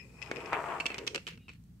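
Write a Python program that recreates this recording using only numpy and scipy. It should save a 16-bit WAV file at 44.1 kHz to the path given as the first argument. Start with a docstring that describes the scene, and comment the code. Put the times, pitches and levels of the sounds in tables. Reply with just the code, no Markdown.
"""Toy engine on a wooden track

A plastic toy engine is pushed by hand round a wooden track on a carpet, close by. Rough rolling contact
makes the track rumble and a hollow plastic level crossing roar, while the dry axles rub and catch.
Impacts at the joints ring the engine's shell, and the wheels skid and squeak faintly as it stops.
The small room is quiet but for a low hum."""
import sys
import numpy as np
from scipy import signal
from scipy.fft import rfft, irfft, next_fast_len
from scipy.io import wavfile

SR = 44100
rng = np.random.default_rng(int(sys.argv[2]) if len(sys.argv) > 2 else 0)


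def master_out(mix):
    """Clip the mix to full scale and print it as 16-bit PCM to the path in sys.argv[1]."""
    frames = np.transpose(np.atleast_2d(mix))
    ceiling = np.clip(frames, -1, 1)
    pcm = np.round(ceiling * 32767).astype(np.int16)
    wavfile.write(sys.argv[1], SR, pcm)


N = 79380

# Spectra of the room's steady noises: (frequency [Hz], relative level [dB])
ROOM_RUMBLE_SPECTRUM = [(36, -26.5), (55, -8), (115, -0.5), (175, -2), (250, -10.5), (350, -25),
                        (1200, -55)]
ROOM_HISS_SPECTRUM = [(400, 3), (15000, -8.5)]
# Reverberation of the room: (frequency [Hz], time to fall 60 dB [s])
ROOM_DECAY = [(500, 0.32), (2700, 0.23), (14000, 0.3)]

# Spectra of friction and impact noises: (frequency [Hz], relative level [dB])
RATTLE_SPECTRUM = [(1000, -13), (2300, 0.5), (2650, -2.5), (3600, -17.5), (5000, -40.5)]
HISS_SPECTRUM = [(2500, -17.5), (4300, 1.5), (6000, -1.5), (8100, 3.5), (9000, -9), (11500, -5.5),
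                 (15000, -23.5)]
SKID_SPECTRUM = [(600, -23.5), (1800, -3), (2700, 4), (3500, -7.5), (4800, -11), (12000, -29.5)]
SNAP_SPECTRUM = [(300, -35.5), (1200, -22), (2200, 4), (3000, 7), (3700, -1.5), (5300, -1), (7000, -8.5),
                 (8200, -9.5), (9000, -20.5), (12000, -21.5), (15000, -37.5)]
KNOCK_SPECTRUM = [(100, -27), (380, -6.5), (800, -11.5), (1500, -4), (2500, -19), (5000, -57)]
# Resonances of the track and the crossing's plate: (frequency [Hz], bandwidth [Hz], gain [dB])
TRACK_MODES = [(280, 84, -3), (353.5, 45, -2.5), (420.7, 140, 4), (485, 28, -3)]
PLATE_MODES = [(449.6, 55, 1), (674, 55, 3.5), (810, 230, 2.5), (940, 75, 4), (1071, 97, 3),
               (1241, 170, -2), (1715, 150, -16), (2310, 88, -10.5)]
# Modes of an axle: (frequency [Hz], relative level [dB], time to fall 60 dB [s])
AXLE_MODES = [(2020, -4, 0.059), (2492, 7, 0.029), (5210, -2.5, 0.021)]
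# Modes of the shell: (ratio to ring pitch [1], relative level [dB], time to fall 60 dB [s])
SHELL_MODES = [(.86, -1, 0.018), (1, 1.5, 0.04), (1.13, -7.5, 0.023), (1.65, -17, 0.05),
               (3.05, -22.5, 0.033)]

# Envelopes of the rolling and rubbing noises: (time [s], relative level [dB])
RUB_LEVELS = [(0, -48.5), (.05, -66.5), (.11, -72), (.2, -61.5), (.42, -60)]
RUMBLE_LEVELS = [(.15, -63.5), (.29, -59.5), (.345, -42.5), (.42, -50.5), (.55, -48), (.93, -55.5),
                 (1.02, -44), (1.09, -57.5), (1.18, -40), (1.21, -90), (1.29, -60.5)]
ROAR_LEVELS = [(.12, -79.5), (.23, -62), (.36, -56), (.515, -51), (.535, -39), (.63, -46), (.74, -42.5),
               (.85, -55.5), (1.05, -66.5)]
RATTLE_LEVELS = [(.17, -72), (.35, -52), (.51, -51), (.535, -36), (.62, -57.5), (.71, -45), (.85, -61),
                 (.915, -44), (1.05, -59.5), (1.18, -65.5)]
HISS_LEVELS = [(.1, -71.5), (.22, -68.5), (.65, -60.5), (1.24, -73)]
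# Plastic settling, axles catching, wheels hitting the crossing's ribs: (time [s], relative level [dB])
SETTLING_TICKS = [(1.536, -57.5), (1.639, -63)]
AXLE_CATCHES = [(0.218, -37.5), (0.226, -31.5), (0.261, -42), (0.274, -45.5), (0.36, -35.5), (0.3686, -38),
                (.404, -41), (.459, -37)]
RIB_IMPACTS = [(.525, -27.5), (.531, -22.5), (.5674, -27.5), (0.5907, -32), (0.63, -36.5), (.641, -30.5),
               (0.722, -33)]
# Slow wheels singing on their axles: (time [s], duration [s], frequency [Hz], level [dB])
WHEEL_SQUEAKS = [(1.377, 0.13, 2810, -70.5), (1.38, .06, 2480, -68.5), (1.384, 0.18, 3830, -75),
                 (1.494, .08, 4350, -73.5)]
# Wheels sliding on the rail: (time [s], initial level [dB], decay [dB/s], time until release [s])
WHEEL_SKIDS = [(1.269, -44, 165, 0.074), (1.484, -58, 139, 0.072)]
# Wheels striking joints and rail edges, with relative levels:
# (time [s], ring pitch [Hz], ring [dB], snap [dB], knock [dB])
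JOINT_IMPACTS = [(0.3135, 2206, -25.5, -45.5, -32.5), (0.53, 2384, -25, -47, -45.5),
                 (0.8009, 2635, -17.5, -44, -53), (0.805, 2663, -20, -44, -38.5),
                 (0.857, 2646, -15.5, -44.5, -37), (0.8638, 2650, -21, -33, -39.5),
                 (0.9023, 2613, -25.5, -55.5, -37.5), (0.916, 2600, -27.5, -60.5, -48),
                 (0.9436, 2477, -27, -47, -45), (0.982, 2935, -32, -43.5, -41),
                 (0.987, 2640, -30.5, -43.5, -42.5), (1.067, 2880, -56, -44.5, -52.5),
                 (1.0719, 2550, -35, -44, -43), (1.0761, 2586, -26, -32.5, -43),
                 (1.1465, 3070, -39, -37, -39), (1.154, 2810, -26, -43, -43),
                 (1.159, 2630, -23.5, -36, -37), (1.178, 2660, -31.5, -49.5, -46.5),
                 (1.2679, 2994, -27.5, -46, -47), (1.2767, 2900, -49, -45.5, -46),
                 (1.2851, 2530, -39, -47, -49), (1.375, 2675, -44.5, -67, -61),
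                 (1.4821, 2655, -35, -69, -54.5), (1.4916, 2634, -31.5, -59.5, -53),
                 (1.5, 2410, -40, -66.5, -58)]
# Direction of the passing engine: (time [s], left minus right level [dB])
ENGINE_PAN = [(.55, -3), (.85, -4.5), (1.15, -2)]

TRACK_EDGE_HZ, PLATE_EDGE_HZ = 592, 2380  # each body radiates little above its edge
CROSSING_PAN_DB = 4.9


def amp(db):
    """Amplitude ratio of a level in decibels."""
    return 10 ** (np.asarray(db) / 20)


def unit(x):
    """Normalisation to an rms of 1."""
    return x / np.sqrt(np.mean(x ** 2) + 1e-20)


def along(points, hz):
    """Interpolation of (frequency, value) points on a logarithmic frequency axis."""
    f, v = np.transpose(points)
    return np.interp(np.log(hz + 1), np.log(f + 1), v)


def envelope(points, stop_db_per_s=132.5):
    """Gain through (time, level) points, with exponential decay after the last."""
    s, db = np.transpose(points)
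    t = np.arange(N) / SR
    return amp(np.interp(t, s, db) - stop_db_per_s * np.maximum(t - s[-1], 0))


def add(out, s, sound):
    """Superposition of a sound that starts at time s."""
    part = out[:, max(round(s * SR), 0):][:, :sound.shape[-1]]
    part += sound[..., :part.shape[-1]]


def panned(pan_db):
    """Direction by level difference: left and right gains pan_db apart."""
    return amp(np.array([[pan_db], [-pan_db]]) / 2)


def narrowed(x, width=0.5, lag_s=0.00019):
    """Path difference: the track's sound is much alike on both sides but reaches the right later."""
    mid = x.mean(axis=0)
    left, right = mid + width * (x - mid)
    t = np.arange(len(mid)) / SR
    return np.array([left, np.interp(t - lag_s, t, right)])


def stereo_noise(size, spread_hz=900):
    """Spatial coherence: left and right noise, alike in the bass and unrelated in the treble."""
    mid, side = rng.standard_normal((2, size))
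    side = signal.lfilter(*signal.butter(1, spread_hz, "high", fs=SR), side)
    return unit(np.array([mid + side, mid - side]))


def coloured(x, spectrum):
    """Minimum-phase filtering: folding the cepstrum makes the given spectrum causal."""
    n = x.shape[-1]
    m = 2 * next_fast_len(n)
    gain = amp(along(spectrum, np.fft.rfftfreq(m, 1 / SR)))
    cepstrum = irfft(np.log(gain), m)
    cepstrum[1:m // 2] *= 2
    cepstrum[m // 2 + 1:] = 0
    return irfft(rfft(x, m) * np.exp(rfft(cepstrum)), m)[..., :n]


def resonant(x, modes, edge_hz):
    """Forced vibration: x drives parallel resonances, whose sum falls steeply above the edge."""
    body = sum(amp(db) * signal.lfilter(*signal.iirpeak(hz, hz / width, fs=SR), x)
               for hz, width, db in modes)
    return signal.lfilter(*signal.butter(4, edge_hz, fs=SR), body)


def tap(modes, edge_hz):
    """Impulse response of a body, with a peak of 1."""
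    x = resonant(signal.unit_impulse(SR // 5), modes, edge_hz)
    return x / np.abs(x).max()


def ring(modes, attack_s, detune, spread_rad):
    """Free vibration: damped modes that vary from blow to blow and differ in phase left and right."""
    t = np.arange(SR // 5) / SR
    out = 0
    for hz, db, t60 in modes:
        phase = rng.uniform(0, 2 * np.pi) + spread_rad * rng.standard_normal((2, 1))
        decay = amp(db + rng.normal(0, 0.67) - 60 * t / t60)
        detuned_hz = hz * (1 + detune * rng.normal())
        out = out + decay * np.sin(2 * np.pi * detuned_hz * t + phase)
    return out * (1 - np.exp(-t / attack_s))


def burst(spectrum, t60, chatter_db, chatter_t60, push=0):
    """Contact transient: an optional impulse, a noise burst and weaker chatter of loose parts."""
    t = np.arange(SR // 5) / SR
    decay = amp(-60 * t / t60) + amp(chatter_db - 60 * t / chatter_t60)
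    x = stereo_noise(len(t)) * decay
    x[:, 0] += push
    x = coloured(x, spectrum)
    energy = np.mean(np.sum(x ** 2, axis=1))
    return x / np.sqrt(energy / (SR * .005))  # the energy of 5 ms at rms 1


def impulses(rate_hz, scatter_db):
    """Surface roughness: tiny pushes of uneven spacing and size, with an rms of 1."""
    gaps = .5 + rng.random(4000)
    sizes = amp(scatter_db * np.clip(rng.standard_normal(len(gaps)), -2, 2))
    at = (np.cumsum(gaps) * SR / rate_hz).astype(int)
    return unit(np.bincount(at[at < N], sizes[at < N], N))


def friction(rate_hz, scatter_db, smooth):
    """Friction noise: brief scuffs modulate its amplitude above a smooth rub."""
    scuff_s = 0.00068
    scuffs = signal.lfilter([1], [1, -np.exp(-1 / (scuff_s * SR))], impulses(rate_hz, scatter_db))
    return stereo_noise(N) * (unit(scuffs) + smooth)


def background():
    """Ambient noise: mains hum, a low rumble of the house and a faint hiss."""
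    hum_hz = 59.1
    hum = np.sqrt(2) * np.sin(2 * np.pi * hum_hz * np.arange(N) / SR + rng.uniform(0, 2 * np.pi))
    noise = stereo_noise(N) + 0.068 * rng.standard_normal((2, N))
    rumble = unit(coloured(noise, ROOM_RUMBLE_SPECTRUM))
    hiss = unit(coloured(stereo_noise(N), ROOM_HISS_SPECTRUM))
    return amp(-63) * hum + amp(-55.5) * rumble + amp(-75) * hiss


def reverberation(x):
    """Diffuse reflections: each frequency decays at its own rate; the bass is alike on both sides."""
    hz, t, (mid, side) = signal.stft(rng.standard_normal((2, SR // 2)), SR, nperseg=256)
    side = side * np.minimum(hz / 1800, 1)[:, None]
    decay = amp(-60 * t / along(ROOM_DECAY, hz)[:, None])
    tail = signal.istft(np.array([mid + side, mid - side]) * decay, SR, nperseg=256)[1]
    tail = np.pad(tail, ((0, 0), (SR // 200, 0)))  # reflections begin after 5 ms
    return signal.fftconvolve(x, tail / np.linalg.norm(tail[0]), axes=1)[:, :N]


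def settling():
    """Contact transients: the plastic ticks faintly as it settles."""
    out = np.zeros((2, N))
    for s, db in SETTLING_TICKS:
        add(out, s, amp(db - 8.5) * burst(HISS_SPECTRUM, t60=0.0088, chatter_db=-31, chatter_t60=0.02))
    return out


def squeaks():
    """Friction tones: slow wheels sing on their axles, swelling and fading with unsteady phase."""
    out = np.zeros((2, N))
    for s, length, hz, db in WHEEL_SQUEAKS:
        n = round(length * SR)
        drift = np.cumsum(0.11 * rng.standard_normal(n))
        tone = np.sin(2 * np.pi * hz * np.arange(n) / SR + drift)
        add(out, s, amp(db) * signal.windows.tukey(n) * tone)
    return out


def skids(release_s=0.027):
    """Sliding friction: short gritty scrapes fade as a wheel comes to rest."""
    out = np.zeros((2, N))
    t = np.arange(SR // 4) / SR
    for s, db, db_per_s, length in WHEEL_SKIDS:
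        grit = unit(coloured(friction(rate_hz=440, scatter_db=3.5, smooth=0.72), SKID_SPECTRUM))
        release = np.clip((length - t) / release_s + 1, 0, 1)
        add(out, s, grit[:, :len(t)] * amp(db - db_per_s * t) * release)
    return out


def axles():
    """Stick and slip: dry axles rub and catch in the first bend, exciting their own modes."""
    hz = np.fft.rfftfreq(N, 1 / SR)
    response = sum(amp(db) / (1 + 1j * (hz - mode_hz) / 90) ** 2 for mode_hz, db, _ in AXLE_MODES)
    low_pass = 1 / (1 + 1j * hz / 3000)
    rub = irfft(rfft(stereo_noise(N)) * response * low_pass, N)
    out = envelope(RUB_LEVELS) * unit(rub)
    for s, db in AXLE_CATCHES:
        add(out, s, amp(db - 9) * ring(AXLE_MODES, attack_s=0.00012, detune=0.012, spread_rad=1.0))
        add(out, s, amp(db - 15.5) * burst(SNAP_SPECTRUM, t60=0.011, chatter_db=-11, chatter_t60=0.16))
    return out * panned(13)


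def track_rumble():
    """Forced vibration: rolling contact drives the low resonances of the hollow wooden track."""
    wood = friction(rate_hz=200, scatter_db=2.5, smooth=0.58)
    for _ in range(2):  # two passes sharpen the resonances
        wood = resonant(wood, TRACK_MODES, TRACK_EDGE_HZ)
    return envelope(RUMBLE_LEVELS) * unit(narrowed(wood))


def crossing_roar(jolts):
    """Plate resonance: jolts and scuffs drive the hollow plastic crossing."""
    force = jolts + .5 * friction(rate_hz=210, scatter_db=2, smooth=.6)
    plate = unit(resonant(force, PLATE_MODES, PLATE_EDGE_HZ))
    return envelope(ROAR_LEVELS) * amp(5.5) * plate * panned(CROSSING_PAN_DB)


def wheel_noise(jolts):
    """Roughness noise: jolts and coarse scuffs rattle the wheels, while finer scuffs hiss."""
    force = friction(rate_hz=230, scatter_db=3, smooth=0.27) + .5 * jolts
    rattle = unit(coloured(force, RATTLE_SPECTRUM))
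    hiss = unit(coloured(friction(rate_hz=450, scatter_db=3, smooth=2.3), HISS_SPECTRUM))
    return envelope(RATTLE_LEVELS) * rattle + envelope(HISS_LEVELS) * hiss


def rolling():
    """Common excitation: the same jolts sound crossing and wheels; the track rumbles beneath."""
    jolts = impulses(rate_hz=400, scatter_db=2) * rng.choice([-1, 1], N)
    return crossing_roar(jolts) + track_rumble() + wheel_noise(jolts)


def crossing_taps():
    """Impulse excitation: wheels drop onto the crossing and its ribs, each giving one dry tap."""
    out = np.zeros((2, N))
    plate = tap(PLATE_MODES, PLATE_EDGE_HZ)
    for s, db in RIB_IMPACTS:
        add(out, s, amp(db) * plate)
    return out * (1 + panned(CROSSING_PAN_DB))  # nearer the centre than the roar


def clacks():
    """Impact excitation: each blow at a joint or rail edge snaps, rings the shell and knocks the track."""
    out = np.zeros((2, N))
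    thump = amp(2.5) * tap(TRACK_MODES, TRACK_EDGE_HZ)
    for s, ring_hz, ring_db, snap_db, knock_db in JOINT_IMPACTS:
        modes = [(ring_hz * ratio, db, t60) for ratio, db, t60 in SHELL_MODES]
        shell = amp(ring_db - 8.5) * ring(modes, attack_s=0.00066, detune=0.0099, spread_rad=0.84)
        snap = amp(snap_db + 4) * burst(SNAP_SPECTRUM, t60=0.019, chatter_db=-19.5, chatter_t60=.04)
        clatter = burst(KNOCK_SPECTRUM, t60=0.035, chatter_db=-12.5, chatter_t60=0.036, push=5.8)
        knock = amp(knock_db) * (thump + narrowed(clatter))
        pan_db = np.interp(s, *np.transpose(ENGINE_PAN))
        add(out, s, (shell + snap) * panned(pan_db) + knock * panned(2.2))
    return out


def scene():
    """Superposition of the engine's direct sound, its reverberation and the ambient noise."""
    engine = rolling() + crossing_taps() + axles() + clacks() + settling() + skids() + squeaks()
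    return engine + amp(-13.5) * reverberation(engine) + background()


def record(dry):
    """Band limiting by an ideal low-pass filter."""
    top_hz = 15750
    m = next_fast_len(N + SR // 4)
    passband = np.fft.rfftfreq(m, 1 / SR) < top_hz
    return irfft(rfft(dry, m) * passband, m)[:, :N]


dry = scene()
out = record(dry)
master_out(out)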